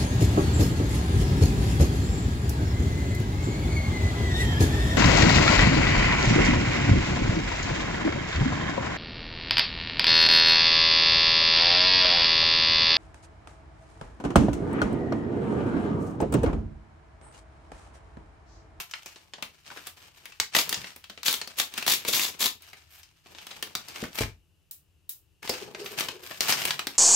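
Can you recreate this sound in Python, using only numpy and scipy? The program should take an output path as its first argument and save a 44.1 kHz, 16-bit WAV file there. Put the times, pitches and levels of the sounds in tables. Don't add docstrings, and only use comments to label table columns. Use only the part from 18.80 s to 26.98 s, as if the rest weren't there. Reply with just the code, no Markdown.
import sys
import numpy as np
from scipy import signal
from scipy.fft import rfft, irfft, next_fast_len
from scipy.io import wavfile
from scipy.ndimage import map_coordinates

SR = 44100
rng = np.random.default_rng(int(sys.argv[2]) if len(sys.argv) > 2 else 0)


def generate_wav(signal):
    frames = np.transpose(np.atleast_2d(signal))
    scaled = np.clip(frames, -1, 1) * 32767
    pcm = np.round(scaled).astype(np.int16)
    wavfile.write(sys.argv[1], SR, pcm)


N = 360738
TIME = np.arange(N) / SR

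# t/s, level/dB, ring f/Hz, relative pop/dB, relative fizz/dB
FOLD_SNAPS = [(0.002, -36, 2650, -24, -7), (0.112, -34, 5800, -30, -13), (0.137, -26.5, 1980, -33, -38),
              (0.26, -32.5, 6060, -12.5, -9.5), (0.359, -41, 3700, -8, -42), (0.536, -31.5, 3200, -14, -38),
              (0.583, -42.5, 885, -6, -36), (0.625, -25, 2380, -13.5, -11.5), (0.903, -38, 1550, -30, -35),
              (0.913, -39.5, 860, -9, -34), (0.962, -42.5, 1540, -4, -23), (0.973, -35, 1560, -5.5, -15),
              (1.071, -34, 3540, -10, 0.5), (1.456, -35, 2230, -21, -7.5), (1.522, -40.5, 2650, -30, -20),
              (1.6, -12.5, 4475, -31, -13.5), (1.75, -13, 2040, -20.5, -23),
              (1.765, -13.5, 4160, -11.5, -14), (1.788, -12.5, 4700, -19, -16.5),
              (1.813, -23, 4550, -30, -18.5), (1.893, -23, 4570, -22, -0.5),
              (1.927, -18.5, 3400, -18.5, -8.5), (1.944, -20, 5400, -31, -27), (2.043, -32, 2040, -11, -35),
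              (2.162, -42.5, 2320, -4.5, 0), (2.241, -38, 2680, -29, -14), (2.298, -33.5, 3200, -9, -15),
              (2.376, -37, 2610, -10, -31), (2.432, -28, 3730, -39, -10), (2.482, -13.5, 4200, -16, -11),
              (2.528, -22, 3500, -35, -1.5), (2.54, -21, 3130, -19, -8), (2.615, -23.5, 4200, -18, -20),
              (2.675, -32, 4230, -10.5, -9.5), (2.799, -19.5, 2490, -16.5, -6),
              (2.939, -31, 3250, -14.5, -9), (2.978, -25.5, 2630, -12, -4.5),
              (3.026, -25.5, 2570, -14, -14), (3.065, -21.5, 3300, -10.5, -5),
              (3.079, -15.5, 3400, -13, -5), (3.25, -27, 2310, -9, -10), (3.285, -27.5, 2520, -11, 2.5),
              (3.349, -24, 3720, -25, -10), (3.395, -19.5, 2680, -21, -8), (3.822, -47, 3830, -36, 1),
              (3.932, -38, 2040, -13.5, -13), (4.232, -41.5, 5360, -40, -12),
              (4.46, -47.5, 2430, -0.5, -24), (4.549, -40.5, 2940, -8, -36), (4.585, -35.5, 3000, -23, -29),
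              (4.668, -34.5, 2960, -12.5, -8), (4.712, -34, 3330, -12.5, -17),
              (4.826, -23, 2980, -16.5, -6.5), (4.952, -19.5, 4060, -18.5, -11),
              (5.085, -34, 4430, -18, -7), (5.159, -32, 2260, -25, -13), (5.239, -30, 1720, -10, -12),
              (5.408, -25.5, 7000, -1, -8), (5.435, -29, 1810, -25, -22), (6.629, -35, 2210, -12.5, -12),
              (6.676, -28.5, 3560, -14, -18), (6.694, -21, 4640, -12, -5.5), (6.948, -31.5, 2070, -6, -38),
              (7.061, -29.5, 2360, -32, -27), (7.198, -25.5, 2460, -22, -3), (7.207, -20, 3140, -12.5, -10),
              (7.286, -24, 3000, -10, -15), (7.51, -31.5, 1860, -8, -31), (7.607, -14, 4470, -17, -11),
              (7.724, -13.5, 4800, -21, -24), (7.853, -20.5, 2530, -15.5, -1.5),
              (7.907, -17, 3200, -26, -17), (7.993, -20.5, 2650, -18, -15), (8.07, -22, 3470, -10.5, -8)]
# t/s, rise/s, run/s, level/dB, weakening over the run/dB
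SEAM_RIPS = [(1.746, 0.0028, 0.055, -19, 2.5), (2.442, 0.021, 0.1, -18, 17.5),
             (2.763, 0.036, 0.0094, -19.5, 1), (3.061, 0.019, 0.056, -19, -0.5),
             (3.258, 0.025, 0.024, -18, 8), (3.319, 0.013, 0.15, -18.5, 10.5),
             (3.587, 0.022, 0.058, -18, 2.5)]
# f/Hz, level/dB
TEAR_SPECTRUM = [(320, -50), (550, -21.5), (1050, -4.5), (1210, -11), (2200, -3), (2570, -1.5), (3620, 0.5),
                 (4170, -2), (7490, -0.5), (9150, -9), (12300, -1), (15100, -9.5), (16000, 0), (16700, -44)]
# f/Hz, level/dB
STRAND_SPECTRUM = [(500, -29.5), (1100, -7), (2400, -2.5), (3050, -1.5), (3500, 5.5), (4200, 2), (5500, -6),
                   (9000, -22), (16000, -39)]
# t/s, crinkle/dB, flapping/dB
HAND_EFFORT = [
    [(0.09, -66, -82), (0.15, -56, -70), (0.28, -52.5, -67), (0.51, -71, -68), (0.65, -62, -56.5),
     (0.81, -68, -83), (0.87, -56.5, -62), (1.07, -48, -60), (1.15, -68.5, -69), (1.5, -60, -64.5),
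     (1.58, -62.5, -84)],
    [(1.85, -46.5, -48), (1.98, -43.5, -49), (2.22, -63, -76), (2.41, -61, -66), (2.56, -50, -59),
     (2.74, -57, -64), (2.9, -54.5, -64), (3.4, -44, -51), (3.77, -71, -64)],
    [(3.82, -55, -66), (4.05, -65.5, -80), (4.2, -70.5, -87), (4.42, -68.5, -90), (4.48, -58, -59),
     (4.7, -52.5, -60.5), (4.93, -57.5, -56), (5.14, -48.5, -54), (5.23, -43, -46), (5.3, -58, -62),
     (5.42, -33.5, -43), (5.5, -65.5, -73)],
    [(6.645, -46, -47), (6.72, -41.5, -55), (6.9, -56.5, -50.5), (7.02, -51, -54.5), (7.26, -44.5, -51),
     (7.39, -59.5, -63), (7.58, -62.5, -56.5), (7.66, -35.5, -45), (7.9, -37.5, -45.5), (8.04, -57, -55),
     (8.17, -53, -58)],
]
# t/s, length/s, hiss/dB, crinkle/dB
FILM_SWEEPS = [(-0.03, 0.043, -36.5, -33.5), (1.157, 0.12, -69, -60.5), (1.34, 0.037, -66, -60.5),
               (1.712, 0.037, -62.5, -37.5), (2.949, 0.1, -52, -41.5), (4.081, 0.11, -54, -54.5),
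               (5.328, 0.045, -43.5, -44), (7.03, 0.091, -55, -74), (7.17, 0.066, -46, -38.5),
               (7.411, 0.17, -52.5, -47.5), (7.59, 0.05, -41, -39), (7.663, 0.076, -34.5, -29),
               (7.78, 0.034, -44, -49)]
# f/Hz, level/dB
CRINKLE_SPECTRUM = [(380, -33.5), (650, -3), (931, -3.5), (1030, -4.5), (1230, -1.5), (1410, -1),
                    (2760, 1.5), (3160, -1), (4680, -1), (9500, -11), (12400, -31), (20900, -120)]
# f/Hz, level/dB
FLAP_SPECTRUM = [(45, -22.5), (125, 4), (190, 3), (420, 3.5), (700, 0.5), (1150, -3), (2600, -38.5)]
# f/Hz, level/dB
RUB_SPECTRUM = [(4200, -39.5), (7600, 0.5), (9600, -3), (12100, 9), (15800, 1)]
# t/s, level/dB, t60/s
FINGER_SKIDS = [(6.697, -21.5, 0.048), (7.001, -45.5, 0.23)]
# t/s, level/dB, f/Hz, jostle t60/s, relative knock/dB
BOX_THUDS = [(1.6, -44, 129, 0.093, 1), (1.75, -35.5, 305, 0.18, -4), (1.973, -43, 113.2, 0.18, -16),
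             (3.284, -34.5, 330.5, 0.16, -5), (5.227, -29.5, 189, 0.11, -5.5), (5.259, -47, 170, 0.12, -7),
             (5.407, -22.5, 71.5, 0.31, -7.5), (5.434, -40, 163.6, 0.11, -10), (6.695, -30, 387, 0.25, -1)]
# t/s, hold/s, level/dB
BOX_NUDGES = [(6.8, 0.2, -48), (6.977, 0.046, -43.5), (7.096, 0.2, -50), (7.304, 0.1, -48)]
# t/s, level/dB
BRACELET_CLINKS = [(5.911, -34), (6.2926, -28.5)]
# f/Hz, relative level/dB, t60/s before the wrist damps them
LINK_MODES = [(3850, -10, 0.12), (4710, -25, 0.18), (6460, -16, 0.34), (7600, -7, 0.13), (12000, 0, 0.17),
              (12500, -5, 0.11), (14500, -0.5, 0.076), (15200, 1.5, 0.15), (15800, -2, 0.18),
              (15640, -17, 0.14)]
# f/Hz, t60/s
ROOM_DECAY = [(110, 0.21), (520, 0.2), (3600, 0.21), (9200, 0.19), (15200, 0.2)]
# f/Hz, level/dB
ROOM_TONE_SPECTRUM = [(15, -52.5), (25, -16.5), (48, -4.5), (61, -13.5), (87, -4), (114, -13), (130, -12),
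                      (170, -12), (217, -32.5), (309, -19.5), (545, -30.5), (2050, -36.5), (2690, -34.5),
                      (14800, -40.5), (16000, -60)]


def film_snaps():
    out = np.zeros((2, N))
    for start, db, ring_hz, pop_db, fizz_db in FOLD_SNAPS:
        t60 = 0.028 * amp(-0.14 * db)
        flip = buckle(flutter=0.19, t60=t60, apart=0.71)
        crack = band(flip, ring_hz * 0.27, ring_hz * 1.6)
        crack = sized(band(crack, 710, 7000, order=3), 0.00094)
        ring = signal.lfilter(*signal.iirpeak(ring_hz, Q=4.5, fs=SR), flip)
        ring = sized(band(ring, 650, 8600, order=2), 0.0005)
        ring_db = 2.5 * np.log2(3000 / ring_hz)
        fizz = sized(band(buckle(flutter=0.2, t60=0.029, apart=0.87), 7100, 22000, order=2), 0.005)
        pop = sized(band(buckle(flutter=0.31, t60=t60, apart=0.19), 150, 960, order=2), 0.003)
        snap = crack + amp(ring_db) * ring + amp(pop_db) * pop + amp(fizz_db) * fizz
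        add(out, start, amp(db) * snap)
    return panned(out, 2.5)


def seam_rips():
    tear = sum(amp(db) * stroke(start, rise, run, sag_db, release_t60=0.094)
               for start, rise, run, db, sag_db in SEAM_RIPS)
    catches = unit(amp(2 * wobble(170)))
    fractures = amp(-5) * crackle(TEAR_SPECTRUM, per_s=2000, spread_db=3.5, apart=0.81, folds=12)
    strands = amp(-10) * crackle(STRAND_SPECTRUM, per_s=260, spread_db=0, apart=0.64)
    shaking = amp(-24) * crackle(FLAP_SPECTRUM, per_s=750, spread_db=2, apart=0.28)
    return panned(tear * catches * (fractures + strands + shaking), 3)


def film_handling():
    effort, flap = gain_curves(HAND_EFFORT, fade_s=0.025)
    crinkle, rub = effort, amp(-10) * effort
    rise_s = 0.022
    for start, length, hiss_db, crinkle_db in FILM_SWEEPS:
        sweep = stroke(start, rise_s, hold=length - rise_s, sag_db=1.5, release_t60=0.07)
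        crinkle = crinkle + amp(crinkle_db) * sweep
        rub = rub + amp(hiss_db) * sweep
        flap = flap + amp(crinkle_db - 16.5) * sweep
    clumps = unit(amp(3.46 * wobble(70)))
    creases = amp(1.5) * crinkle * crackle(CRINKLE_SPECTRUM, per_s=1000, spread_db=2, apart=0.9, folds=10)
    ticks = amp(-8) * effort * crackle(CRINKLE_SPECTRUM, per_s=40, spread_db=5.5, apart=0.94)
    sheet = amp(-1.5) * flap * crackle(FLAP_SPECTRUM, per_s=1200, spread_db=5, apart=0.49)
    hiss = rub * crackle(RUB_SPECTRUM, per_s=1700, spread_db=2.5, apart=0.35)
    return panned(clumps * (creases + ticks + sheet + hiss), 2.1)


def buckle(flutter, t60, apart):
    t = TIME[:SR // 25]
    flip = flutter * amp(-60 * t / t60) * stereo_noise(len(t), apart)
    flip[:, 0] += 1
    return flip


def crackle(spectrum, per_s, spread_db, apart, folds=8):
    out = np.zeros((2, N))
    for _ in range(folds):
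        fires = rng.random(N) < per_s / folds / SR
        sizes = amp(spread_db * np.minimum(rng.exponential(size=N), 3))
        spikes = fires * sizes * rng.choice([-1, 1], N)
        flip = buckle(flutter=0.31, t60=0.017, apart=apart)
        out += signal.oaconvolve(spikes[None], flip, axes=1)[:, :N]
    return unit(coloured(out, spectrum))


def finger_squeaks():
    out, t = np.zeros((2, N)), TIME[:SR // 4]
    for start, db, t60 in FINGER_SKIDS:
        slips = unit(band(stereo_noise(len(t), 0.7), 4450, 5300, order=2))
        add(out, start, amp(db - 60 * t / t60) * slips)
    return panned(out, 2.5)


def box_thuds():
    out, t = np.zeros((2, N)), TIME[:SR // 2]
    for start, db, hz, t60, knock_db in BOX_THUDS:
        swing = np.tile(np.sin(2 * np.pi * hz * t) * amp(-60 * t / 0.014), (2, 1))
        jostle = band(stereo_noise(len(t), 0.15), hz * 0.65, hz * 1.5, order=2) * amp(-60 * t / t60)
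        knock = band(stereo_noise(len(t), 0.33), 270, 600, order=3) * amp(-60 * t / 0.042)
        thud = sized(swing, 0.0032) + sized(jostle, 0.0036) + amp(knock_db) * sized(knock, 0.0099)
        add(out, start, amp(db) * thud)
    return panned(out, 2.8)


def box_slide():
    push = sum(amp(db) * stroke(start, rise=0.025, hold=hold, sag_db=8.5, release_t60=0.2)
               for start, hold, db in BOX_NUDGES)
    jerks = unit(amp(2.9 * wobble(35)))
    body = unit(band(stereo_noise(N, 0.21), 350, 465, order=2))
    return panned(push * jerks * body, 1.5)


def bracelet():
    out, t = np.zeros((2, N)), TIME[:SR // 3]
    attack = 1 - np.exp(-t / 0.0005)
    wrist_damping = amp(-60 * t / 0.025)
    for start, db in BRACELET_CLINKS:
        modes = sum(amp(level - 60 * t / t60) * np.sin(2 * np.pi * (hz * t + rng.random((2, 1))))
                    for hz, level, t60 in LINK_MODES)
        ring = modes * attack * wrist_damping
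        rattle = band(stereo_noise(len(t), 1.0) * amp(-60 * t / 0.18), 9800, 22700)
        add(out, start, amp(db) * (sized(ring, 0.0036) + sized(rattle, 0.0035)))
    return panned(out, 1.3)


def reflections(x, build_s=0.0075):
    out, hop = np.zeros((2, N)), SR // 4
    for start in range(0, N, hop):
        hz, t, (common, own) = signal.stft(rng.standard_normal((2, SR // 3)), SR, nperseg=256)
        apart = (hz / (hz + 600))[:, None]
        diffuse = np.array([common + apart * own, common - apart * own]) / np.hypot(1, apart)
        envelope = amp(-60 * t / along(ROOM_DECAY, hz)[:, None]) * (1 - np.exp(-t / build_s))
        tail = signal.istft(diffuse * envelope, SR, nperseg=256)[1]
        tail /= np.linalg.norm(tail[0])
        add(out, start / SR, signal.fftconvolve(x[:, start:start + hop], tail, axes=1))
    return out


def room_tone():
    air = amp(-67.5) * unit(coloured(stereo_noise(N, 0.55), ROOM_TONE_SPECTRUM))
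    drone = amp(-71.5) * unit(band(stereo_noise(N, 0.11), 73, 83, order=2))
    hiss = amp(-80) * unit(band(stereo_noise(N, 0.7), 2620, 3020, order=2))
    return panned(air + drone + hiss, 2.9)


def stroke(start, rise, hold, sag_db, release_t60):
    t = TIME - start
    attack = np.clip(t / rise, 0, 1) ** 2
    held = np.clip((t - rise) / hold, 0, 1)
    released = np.clip((t - rise - hold) / release_t60, 0, 2)
    return attack * amp(-sag_db * held - 60 * released)


def gain_curves(tables, fade_s):
    total = 0
    for rows in tables:
        times, *columns = np.transpose(rows)
        gate = np.clip(1 + np.minimum(TIME - times[0], times[-1] - TIME) / fade_s, 0, 1)
        total = total + gate * amp([np.interp(TIME, times, db) for db in columns])
    return total


def wobble(rate):
    return map_coordinates(rng.standard_normal(int(N * rate / SR) + 4), [TIME * rate])


def stereo_noise(size, apart):
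    common, own = rng.standard_normal((2, size))
    return unit(np.array([common + apart * own, common - apart * own]))


def coloured(x, spectrum):
    size = 2048
    shape_db = np.maximum(along(spectrum, np.fft.rfftfreq(size, 1 / SR)), -90)
    cepstrum = irfft(np.log(amp(shape_db)))
    cepstrum[1:size // 2] *= 2
    cepstrum[size // 2 + 1:] = 0
    impulse = irfft(np.exp(rfft(cepstrum)))
    return signal.oaconvolve(x, impulse[None], axes=1)[:, :x.shape[1]]


def along(points, hz):
    freqs, values = np.transpose(points)
    return np.interp(np.log(hz + 1), np.log(freqs + 1), values)


def band(x, lo_hz, hi_hz, order=1):
    edges = [lo_hz, min(hi_hz, SR / 2 - 1)]
    return signal.sosfilt(signal.butter(order, edges, "band", fs=SR, output="sos"), x)


def amp(db):
    return 10 ** (np.asarray(db) / 20)


def unit(x):
    return x / np.sqrt(np.mean(x ** 2) + 1e-20)


def sized(x, span):
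    return x * np.sqrt(span * SR / (np.sum(x ** 2) / 2 + 1e-20))


def panned(x, db):
    return x * amp([[db / 2], [-db / 2]])


def add(track, start, x):
    part = track[:, max(round(start * SR), 0):][:, :x.shape[1]]
    part += x[:, :part.shape[1]]


def scene():
    bag = film_snaps() + seam_rips() + film_handling() + finger_squeaks()
    close = bag + box_thuds() + box_slide() + bracelet()
    return close + amp(-6) * reflections(close) + room_tone()


def record(dry):
    low_cut_hz, top_hz, edge_hz = 42, 15900, 500
    size = next_fast_len(N + SR // 2)
    hz = np.fft.rfftfreq(size, 1 / SR)
    high_cut = np.clip((top_hz - hz) / edge_hz + 0.5, 0, 1) ** 2
    spectrum = rfft(band(dry, low_cut_hz, SR / 2, order=3), size)
    return irfft(spectrum * high_cut, size)[:, :N]


dry = scene()
out = record(dry)
generate_wav(out)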